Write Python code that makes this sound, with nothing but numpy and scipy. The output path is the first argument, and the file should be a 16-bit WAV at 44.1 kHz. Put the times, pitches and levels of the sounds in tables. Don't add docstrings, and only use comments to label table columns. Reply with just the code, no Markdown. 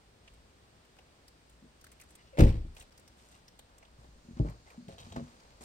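import sys
import numpy as np
from scipy import signal
from scipy.fft import rfft, irfft, next_fast_len
from scipy.io import wavfile
from scipy.ndimage import uniform_filter1d

SR = 44100
rng = np.random.default_rng(int(sys.argv[2]) if len(sys.argv) > 2 else 0)


def unload_wav(signal):
    wavfile.write(
        sys.argv[1],
        SR,
        np.round(np.clip(np.atleast_2d(signal).T, -1, 1) * 32767).astype(np.int16),
    )


def linear_from_db(decibels):
    return 10 ** (np.asarray(decibels, float) / 20)


N = 248724
FAR_LAG, NEAR_LAG = 16, 4

# [f/Hz, level per Hz/dB]
AIR = [(14, -40), (25, -13), (40, -15.5), (60, -2.5), (85, -9), (146, -10.5), (234, -13.5), (300, -15),
       (550, -15.5), (1100, -20.5), (2200, -24.5), (4800, -27), (6500, -32), (8600, -31), (16000, -35.5)]
# [f/Hz, shared power/1]
AIR_ALIKE = [(60, 0.9), (130, 0.94), (290, 0.93), (640, 0.5), (1410, .1), (3100, .12), (6820, .08),
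             (15000, .05)]
# [t/s, level/dB]
DRONE = [(0.0, -67), (0.25, -61), (0.45, -58), (0.53, -76), (1.7, -65.5), (2.31, -65), (2.8, -59),
         (2.88, -70), (3.3, -71), (3.61, -63.5), (4.23, -57.5), (4.44, -64), (4.85, -66), (5.01, -60),
         (5.2, -65), (5.47, -64), (5.64, -57.5)]
CHIRR_HZ = [6800, 4750]
CHIRR_DB = [-80, -79]
# [f/Hz, level/dB, T60/s]
ECHO = [(60, -19.5, 0.6), (200.5, -5.5, .42), (600, -4, 0.41), (2000, -7, 0.43), (5000, -1, .36),
        (11950, -17, 0.16)]
# [t/s, length/s, level/dB, treble re level/dB, low scrape level/dB]
SCUFFS = [(.22, .15, -74, -4, -72), (1.49, .07, -83, 12, -82), (2.06, .08, -75, 7, -78),
          (2.17, .12, -69, -15, -76), (2.76, .07, -63, 2, -60), (3.16, .14, -68, 3, -72),
          (3.3, .085, -68, 1, -68), (3.66, .28, -82, 0, -69), (3.97, .09, -76, 4, -66),
          (4.36, .07, -65, -12, -58), (4.44, .09, -73, 2, -54), (4.65, .12, -69, -1, -61),
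          (4.88, .06, -60, -4, -61), (4.975, .045, -60, -2, -56), (5.02, .13, -65, -4, -60),
          (5.156, .03, -57, -10, -46), (5.17, .42, -72, -1, -65), (5.605, .04, -56, 2, -54)]
# [t/s, level/dB]
SKIPS = [(4.883, -50), (4.925, -55), (4.983, -45), (4.989, -45), (4.9955, -49), (5.0005, -47), (5.004, -50),
         (5.01, -52), (5.022, -52), (5.028, -51), (5.0325, -49), (5.1025, -53), (5.123, -43), (5.127, -48),
         (5.135, -51), (5.144, -52)]
# [f/Hz, level/dB, T60/s]
PEBBLE = [(2750, -10, .008), (3210, -2, .013), (3810, -2, .013), (4500, -10, .008), (5640, -9, .01),
          (6350, -6, .01)]
# [t/s, peak level/dB, ring f/Hz, treble re peak/dB, dull tap re peak/dB]
TWIGS = [(0.2765, -44.5, 2580, -32, -20), (0.3361, -56, 8400, -14, -12), (0.848, -58, 2820, -10, -18),
         (0.9644, -55, 1430, -13, -16), (0.9862, -48, 2530, -18, -3), (1.279, -50, 4750, -7, -24),
         (1.4955, -58, 8870, -7.5, -9), (1.8108, -54, 5460, -6, -21), (1.8407, -44.5, 1480, -8.5, -25),
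         (1.8657, -47.5, 1870, -13, -18), (1.916, -50.5, 8680, -8, -23), (1.9254, -57, 2100, -6, -15),
         (1.9984, -46, 2350, -11, -17), (2.0114, -54, 1820, 1, -17), (2.0194, -47.5, 2080, -18, -23),
         (2.0344, -54.5, 1570, -7, -6), (2.1044, -54, 9150, -7.5, -12), (2.152, -47, 8950, -7.5, -18)]
# [t/s, peak level/dB, ring f/Hz, treble re peak/dB, dull tap re peak/dB]
SPLINTERS = [(2.7482, -59.5, 2230, -3, -13.5), (2.7646, -44.5, 2690, -12.5, -10),
             (2.7974, -50, 8680, -4, -14), (2.8075, -46.5, 3100, -14, -22), (2.8214, -51, 2780, -6.5, -24),
             (2.9208, -58, 4870, -10, -7.5), (2.9756, -53, 5300, -3.5, -26.5),
             (2.9944, -57.5, 9210, -5, -9), (3.0764, -51, 5200, -8, -11), (3.479, -47, 4950, -12.5, -16),
             (3.5902, -46, 3600, -6.5, -5), (3.7803, -56.5, 7300, -3.5, -20),
             (3.8262, -48.5, 2240, -30.5, -1), (3.8501, -53, 3010, -21.5, -18)]
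# [t/s, peak level/dB, ring f/Hz, treble re peak/dB, dull tap re peak/dB]
STONES = [(4.0394, -61.5, 3450, -11.5, -3), (4.4837, -46, 2000, -24, -12), (4.4964, -54, 2060, -5.5, -9),
          (4.7017, -50.5, 2310, -12, -23), (4.882, -54, 2190, -10, -1), (4.9821, -52, 3400, -12, -2),
          (4.998, -52, 6100, -12, -4), (5.012, -55, 3630, -12, 0), (5.1223, -47, 6500, -14, 2),
          (5.1607, -38.5, 1860, -21, -6), (5.4001, -54, 4740, -14, -14), (5.6156, -55, 4660, -14, -3)]
# [t/s, length/s, f/Hz, level/dB]
CREAKS = [(2.16, .07, 2050, -71), (2.185, .04, 2850, -68), (2.25, .08, 2870, -73), (3.32, .07, 2800, -72),
          (3.33, .04, 1150, -65), (4.65, .07, 2050, -69)]
# [t/s, level/dB, contact/ms, direction/1]
NUDGES = [(4.778, -19.5, 4.2, -1), (4.7825, -23, 4.2, -1), (4.791, -24, 4.2, -1), (4.804, -21, 4.6, 1),
          (4.826, -28, 5, 1), (4.85, -29, 6, 1), (4.87, -31, 5, -1), (5.178, -12, 4.5, 1),
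          (5.191, -16, 5, 1)]
# [f/Hz, level/dB, T60/s]
TUB = [(150, -42, .08), (194, -32, .18), (238, -27, .12), (345, -36, .07), (576, -32, .15)]
# [t/s, level/dB, contact/ms]
KNOCKS = [(1.626, -24, 4.5), (1.645, -23, 3.3), (4.16, -32, 2.4), (4.25, -29, 3.4), (4.288, -16.5, 4.6),
          (4.31, -19, 3.6), (4.37, -14.5, 4.2), (4.883, -13, 6), (4.889, -17, 1.6), (4.911, -26, 1.1),
          (4.926, -26, 1.0), (4.93, -13, 12), (4.947, -27, 1.1), (5.005, -12.5, 11.7), (5.02, -14, 11),
          (5.038, -17, 10), (5.05, -16, 10), (5.07, -21, 4), (5.115, -8, 12), (5.145, -19, 6),
          (5.155, -17, 6), (5.128, -22, 1.2), (5.1625, -9.5, 1.6), (5.171, -9, 3.6), (5.175, 4, 19.6),
          (5.197, -15, 1.8), (5.213, -12, 4.7), (5.226, -9, 7), (5.61, -25.5, 2.4)]
# [f/Hz, level/dB, T60/s]
BOX = [(69.3, -43, 0.064), (99.5, -34, 0.16), (150, -35.5, 0.11), (193, -37.5, 0.11), (241.3, -29, 0.11),
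       (335, -34, 0.067), (427, -36.5, 0.1), (540, -30, 0.055), (660, -32.5, 0.08), (810, -41, .06),
       (1060, -58, .05)]
# [t/s, level/dB, contact/ms, direction/1]
THUD = [(3.992, -33, 8.9, 1), (4.045, -35, 1.3, 1), (4.09, -36, 7, 1), (4.34, -27, 15, 1),
        (4.362, -30, 14, -1), (4.3995, -14, 1.8, 1), (4.4005, -8, 3.5, 1), (4.4055, -6, 6.5, -1),
        (4.409, -17, 1.8, 1), (4.412, -14, 4, -1), (4.42, -7.5, 18, 1), (4.428, -23, 2.5, -1),
        (4.441, -22, 14, 1), (4.449, -17, 1.9, -1), (4.457, -23, 2.2, 1), (4.468, -24, 4, -1),
        (4.478, -24, 2.5, 1), (4.492, -25, 5, -1)]
# [f/Hz, level/dB, T60/s]
LID = [(31.8, -24, .2), (58, -19, 0.19), (81.6, -29.5, 0.097), (119.4, -19.5, 0.07), (165, -18.5, 0.062),
       (240, -24, 0.073), (295, -24, 0.069), (352, -25.5, 0.065), (450, -30, 0.095), (580, -27.5, 0.063),
       (807, -31, 0.11), (1100, -40, .05)]
# [first t/s, level/dB, contact/ms, gap/s, loss per rock/dB]
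LID_ROCK = (4.459, -22, 9, .019, 2.2)
# [t/s, level/dB, T60/s, treble re level/dB]
RATTLE = [
    (2.373, -42, 0.3, -9),
    (2.388, -30, 0.14, 0),
    (2.396, -31, 0.06, 0),
    (2.404, -32, .09, 1),
    (2.418, -37, .14, -2),
    (2.435, -43.5, 0.48, 0),
    (2.52, -58, .25, -4),
    (2.558, -59, .2, -4),
]
# [f/Hz, level per Hz/dB]
RATTLE_COLOUR = [(400, -11), (800, 2.5), (1400, -3), (2300, 0), (3200, -5.5), (5000, -10), (7000, -14),
                 (9000, -13), (14000, -12)]
# [t/s, f/Hz, level/dB]
SQUEAK = [(2.326, 600, -67), (2.336, 570, -47.5), (2.343, 500, -53), (2.354, 525, -47), (2.372, 580, -57)]
# [t/s, level/dB, contact/ms, direction/1]
SLAM = [(2.373, -33, 1.5, 1), (2.385, -15.5, 1.43, -1), (2.392, -14.5, 2.7, -1), (2.396, -5, 5.4, 1),
        (2.402, -4.5, 2.37, 1), (2.409, -7, 7.1, -1), (2.424, -3, 12.7, -1), (2.4245, 1, 6.0, -1),
        (2.432, -6.5, 2.97, -1), (2.448, -2, 12.3, 1), (2.452, -11, 25, 1), (2.458, -12, 2.5, -1),
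        (2.468, -12, 6, 1), (2.503, -8.5, 10, -1), (2.545, -26, 4, 1), (2.558, -17, 9, -1),
        (2.6, -30, 5, 1), (2.652, -33, 4, -1), (2.7, -32, 11, 1), (2.81, -38, 13, 1)]
# [f/Hz, level/dB, T60/s]
DOOR = [(30, -15.5, .32), (63, -18, 0.21), (85, -19, .19), (104, -16, 0.18), (123.3, -20, 0.17),
        (165, -14.5, 0.17), (209, -21.5, 0.2), (235.4, -17, 0.1477), (287, -19, 0.13), (328.4, -10, 0.1),
        (399, -15.5, .13), (478, -12, 0.074), (540, -13.5, 0.081), (598.7, -14, 0.11), (679, -22.5, 0.12),
        (749, -23, 0.12), (831, -17.5, 0.15), (1030, -28, .09)]
# [first t/s, level/dB, contact/ms, gap/s, loss per rock/dB]
DOOR_ROCK = (2.582, -17, 15, .0345, 5)


def level(x, db):
    return x * linear_from_db(db) / np.sqrt(np.mean(x ** 2))


def along(table, hz, column=1):
    rows = np.array(table, float)
    return np.interp(np.log(hz + 1e-3), np.log(rows[:, 0]), rows[:, column])


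def shaped(x, gain):
    size = next_fast_len(x.shape[-1])
    hz = np.arange(size // 2 + 1) * SR / size
    return irfft(rfft(x, size) * gain(hz), size)[..., :x.shape[-1]]


def band(x, lo_hz, hi_hz):
    edges = [lo_hz, min(hi_hz, .45 * SR)]
    return signal.sosfilt(signal.butter(2, edges, "bandpass", fs=SR, output="sos"), x)


def ring(x, hz, t60):
    pole = np.exp(2j * np.pi * hz / SR - np.log(1000) / (t60 * SR))
    return signal.lfilter([1], [1, -pole], x).imag


def walk(rate_hz):
    hold = int(SR / rate_hz)
    steps = np.repeat(rng.standard_normal(N // hold + 1), hold)
    drift = uniform_filter1d(steps, hold)[:N]
    return drift / drift.std()


def ports(x, lag, pan_db):
    return np.array([x * linear_from_db(pan_db / 2), np.roll(x, lag) * linear_from_db(-pan_db / 2)])


def paired(noise, lag, alike):
    alike = np.clip(alike, 0, 1)
    return np.sqrt(alike) * ports(noise[0], lag, 0.92) + np.sqrt(1 - alike) * noise[1:]


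def fade(s, t60):
    age = np.arange(N) / SR - s
    return (age >= 0) * linear_from_db(-60 * np.abs(age) / t60)


def grit(spread_db, alike):
    noise = paired(rng.standard_normal((3, N)), FAR_LAG, alike)
    return level(noise * linear_from_db(spread_db * walk(400)), 0)


def struck(pushes, modes, softness):
    force = np.zeros(N + SR)
    for s, db, ms, direction in pushes:
        phase = np.linspace(0, 1, int(ms * SR / 1000) + 3) ** softness
        push = np.sin(2 * np.pi * phase)
        push = (push - push.mean()) * 2 / len(push)
        start = int(s * SR) - len(push) // 2
        force[start:][:len(push)] += np.sign(direction) * linear_from_db(db) * push
    return sum(linear_from_db(db) * ring(force[:N], hz, t60) for hz, db, t60 in modes)


def rocking(first_s, db, ms, gap_s, loss_db, count):
    pushes = []
    for k in range(count):
        s, rock_db = first_s + k * gap_s, db - k * loss_db
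        pushes.append((s, rock_db, ms, 1))
        pushes.append((s, rock_db - 25, 1.8, 1))
    return pushes


def leaves():
    noise = rng.standard_normal((3, N))

    def alike(hz):
        return np.clip(along(AIR_ALIKE, hz), 0, .98)

    shared = shaped(ports(noise[0], FAR_LAG, 1.2), lambda hz: linear_from_db(along(AIR, hz)) * np.sqrt(alike(hz)))
    apart = shaped(noise[1:], lambda hz: linear_from_db(along(AIR, hz)) * np.sqrt(1 - alike(hz)))
    return level(shared + apart, -62.3) * linear_from_db(0.53 * walk(2.2))


def engine():
    s, db = np.transpose(DRONE)
    drone = level(ring(rng.standard_normal(N), 57, .25), -2.67)
    return ports(drone * linear_from_db(np.interp(np.arange(N) / SR, s, db)), FAR_LAG, 1.2)


def insects():
    start_s, swell_s = 3.7, .8
    swell = np.clip((np.arange(N) / SR - start_s) / swell_s, 0, 1)
    out = 0
    for hz, db in zip(CHIRR_HZ, CHIRR_DB):
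        chirr = level(band(rng.standard_normal((2, N)), 0.85 * hz, 1.07 * hz), 5.5)
        out = out + chirr * linear_from_db(db + 2.2 * walk(5)) * swell
    return out


def trees(x):
    age = np.arange(SR // 2) / SR
    common, left, right = rng.standard_normal((3, len(age)))
    onset = (1 - np.exp(-age / 0.0079)) / np.sqrt(0.054 * SR)
    answer = 0
    for hz in 31 * 2. ** np.arange(9):
        alike = np.clip(1.04 - hz / 1200, 0, 1)
        noise = np.sqrt(alike) * common + np.sqrt(1 - alike) * np.array([left, right])
        decay = linear_from_db(-60 * age / along(ECHO, hz, column=2))
        tail = band(noise, hz / np.sqrt(2), hz * np.sqrt(2)) * decay
        answer = answer + linear_from_db(along(ECHO, hz)) * tail * onset
    return signal.fftconvolve(x, answer, axes=1)[:, :N]


def scuffs():
    attack_share, sag_db, release_t60_s = .22, -5, .12
    middle = level(band(grit(4.0, 0.429), 1490, 5300), 0.72)
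    treble = level(band(grit(4.0, 0.23), 6000, 13000), 0.72)
    low = level(band(grit(2.8, 0.82), 381, 1240), 0.72)
    out = np.zeros((2, N))
    for s, length, db, treble_db, low_db in SCUFFS:
        age = np.arange(N) / SR - s
        sag = sag_db * np.clip(age / length, 0, 1)
        release = -60 * np.clip(age - length, 0, 9) / release_t60_s
        stroke = np.clip(age / (attack_share * length), 0, 1) * linear_from_db(sag + release)
        out += stroke * (linear_from_db(db) * middle + linear_from_db(db + treble_db) * treble + linear_from_db(low_db) * low)
    return out


def pebble():
    return struck([(s, db, .2, 1) for s, db in SKIPS], PEBBLE, softness=1.0)


def snaps():
    turn_s, t60_s, length = 2.3, .03, 4096
    out, age = np.zeros((2, N + SR)), np.arange(length) / SR
    shape = (1 - np.exp(-age / 0.0022)) * linear_from_db(3.3 - 60 * (age / t60_s) ** 1.28)
    for rows in (TWIGS, SPLINTERS, STONES):
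        for s, db, hz, treble_db, tap_db in rows:
            lag = NEAR_LAG if s < turn_s else FAR_LAG
            noise = paired(rng.standard_normal((3, length)), lag, 0.35)
            wood = level(band(noise, 0.85 * hz, 1.28 * hz), -9)
            wood = wood + level(band(noise, 1600, 7000), -6.0 + .3 * min(treble_db + 12, 0))
            spit = level(band(noise, 5400, 17000), treble_db + 8.0)
            tap = level(band(noise, 480, 860), tap_db - 3.0)
            out[:, int(s * SR):][:, :length] += linear_from_db(db) * shape * (wood + spit + tap)
    return out[:, :N]


def creaks():
    time, rub = np.arange(N) / SR, rng.standard_normal(N)
    out = np.zeros(N)
    for s, length, hz, db in CREAKS:
        swell = np.sin(np.pi * np.clip((time - s) / length, 0, 1))
        out += level(ring(rub, hz, .03), db) * swell
    return out


def tub():
    return linear_from_db(4.0) * band(struck(NUDGES, TUB, softness=1.0), 140, 8000)


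def box():
    knocks = [(s, db, ms, 1) for s, db, ms in KNOCKS]
    return linear_from_db(4.0) * band(struck(knocks, BOX, softness=1.0), 130, 8000)


def lid():
    pushes = THUD + rocking(*LID_ROCK, count=4)
    return linear_from_db(4.0) * band(struck(pushes, LID, softness=0.64), 55, 8000)


def hinge():
    s, hz, db = np.transpose(SQUEAK)
    time = np.arange(N) / SR
    phase = 2 * np.pi * np.cumsum(np.interp(time, s, hz)) / SR
    overtones = np.sin(3 * phase) + np.sin(4 * phase) + np.sin(5 * phase)
    sounding = (time > s[0]) * (time < s[-1])
    return (np.sin(phase) + linear_from_db(-20) * overtones) * linear_from_db(np.interp(time, s, db)) * sounding


def rattle():
    chatter = level(shaped(grit(3.2, .5), lambda hz: linear_from_db(along(RATTLE_COLOUR, hz))), 0)
    body = shaped(chatter, lambda hz: 1 / (1 + (hz / 6000) ** 4))
    treble = linear_from_db(2.5) * (chatter - body)
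    body_power = treble_power = 0
    for s, db, t60, treble_db in RATTLE:
        body_power = body_power + (linear_from_db(db) * fade(s, t60)) ** 2
        treble_power = treble_power + (linear_from_db(db + treble_db) * fade(s, .65 * t60)) ** 2
    return body * np.sqrt(body_power) + treble * np.sqrt(treble_power)


def door():
    return linear_from_db(-1.5) * struck(SLAM + rocking(*DOOR_ROCK, count=5), DOOR, softness=.7)


def scene():
    left = pebble() + creaks() + tub() + box() + lid() + hinge() + door()
    direct = ports(left, FAR_LAG, 1.1) + scuffs() + snaps() + rattle()
    return leaves() + engine() + insects() + trees(direct) + direct


def top_cut(x):
    return signal.sosfilt(signal.butter(12, 16440, fs=SR, output="sos"), x)


def record(dry):
    step_hz, step_db, top_hz = 9350, -9.5, 15850
    mix = shaped(dry, lambda hz: linear_from_db(step_db * (1 + np.tanh((hz - step_hz) / 150)) / 2) * (hz < top_hz))
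    dip_start_s, dip_s, dip_db = 2.9013, .0047, -13
    dip = np.abs(np.arange(N) / SR - dip_start_s - dip_s / 2) < dip_s / 2
    return top_cut(mix * np.where(dip, linear_from_db(dip_db), 1))


dry = scene()
out = record(dry)
unload_wav(out)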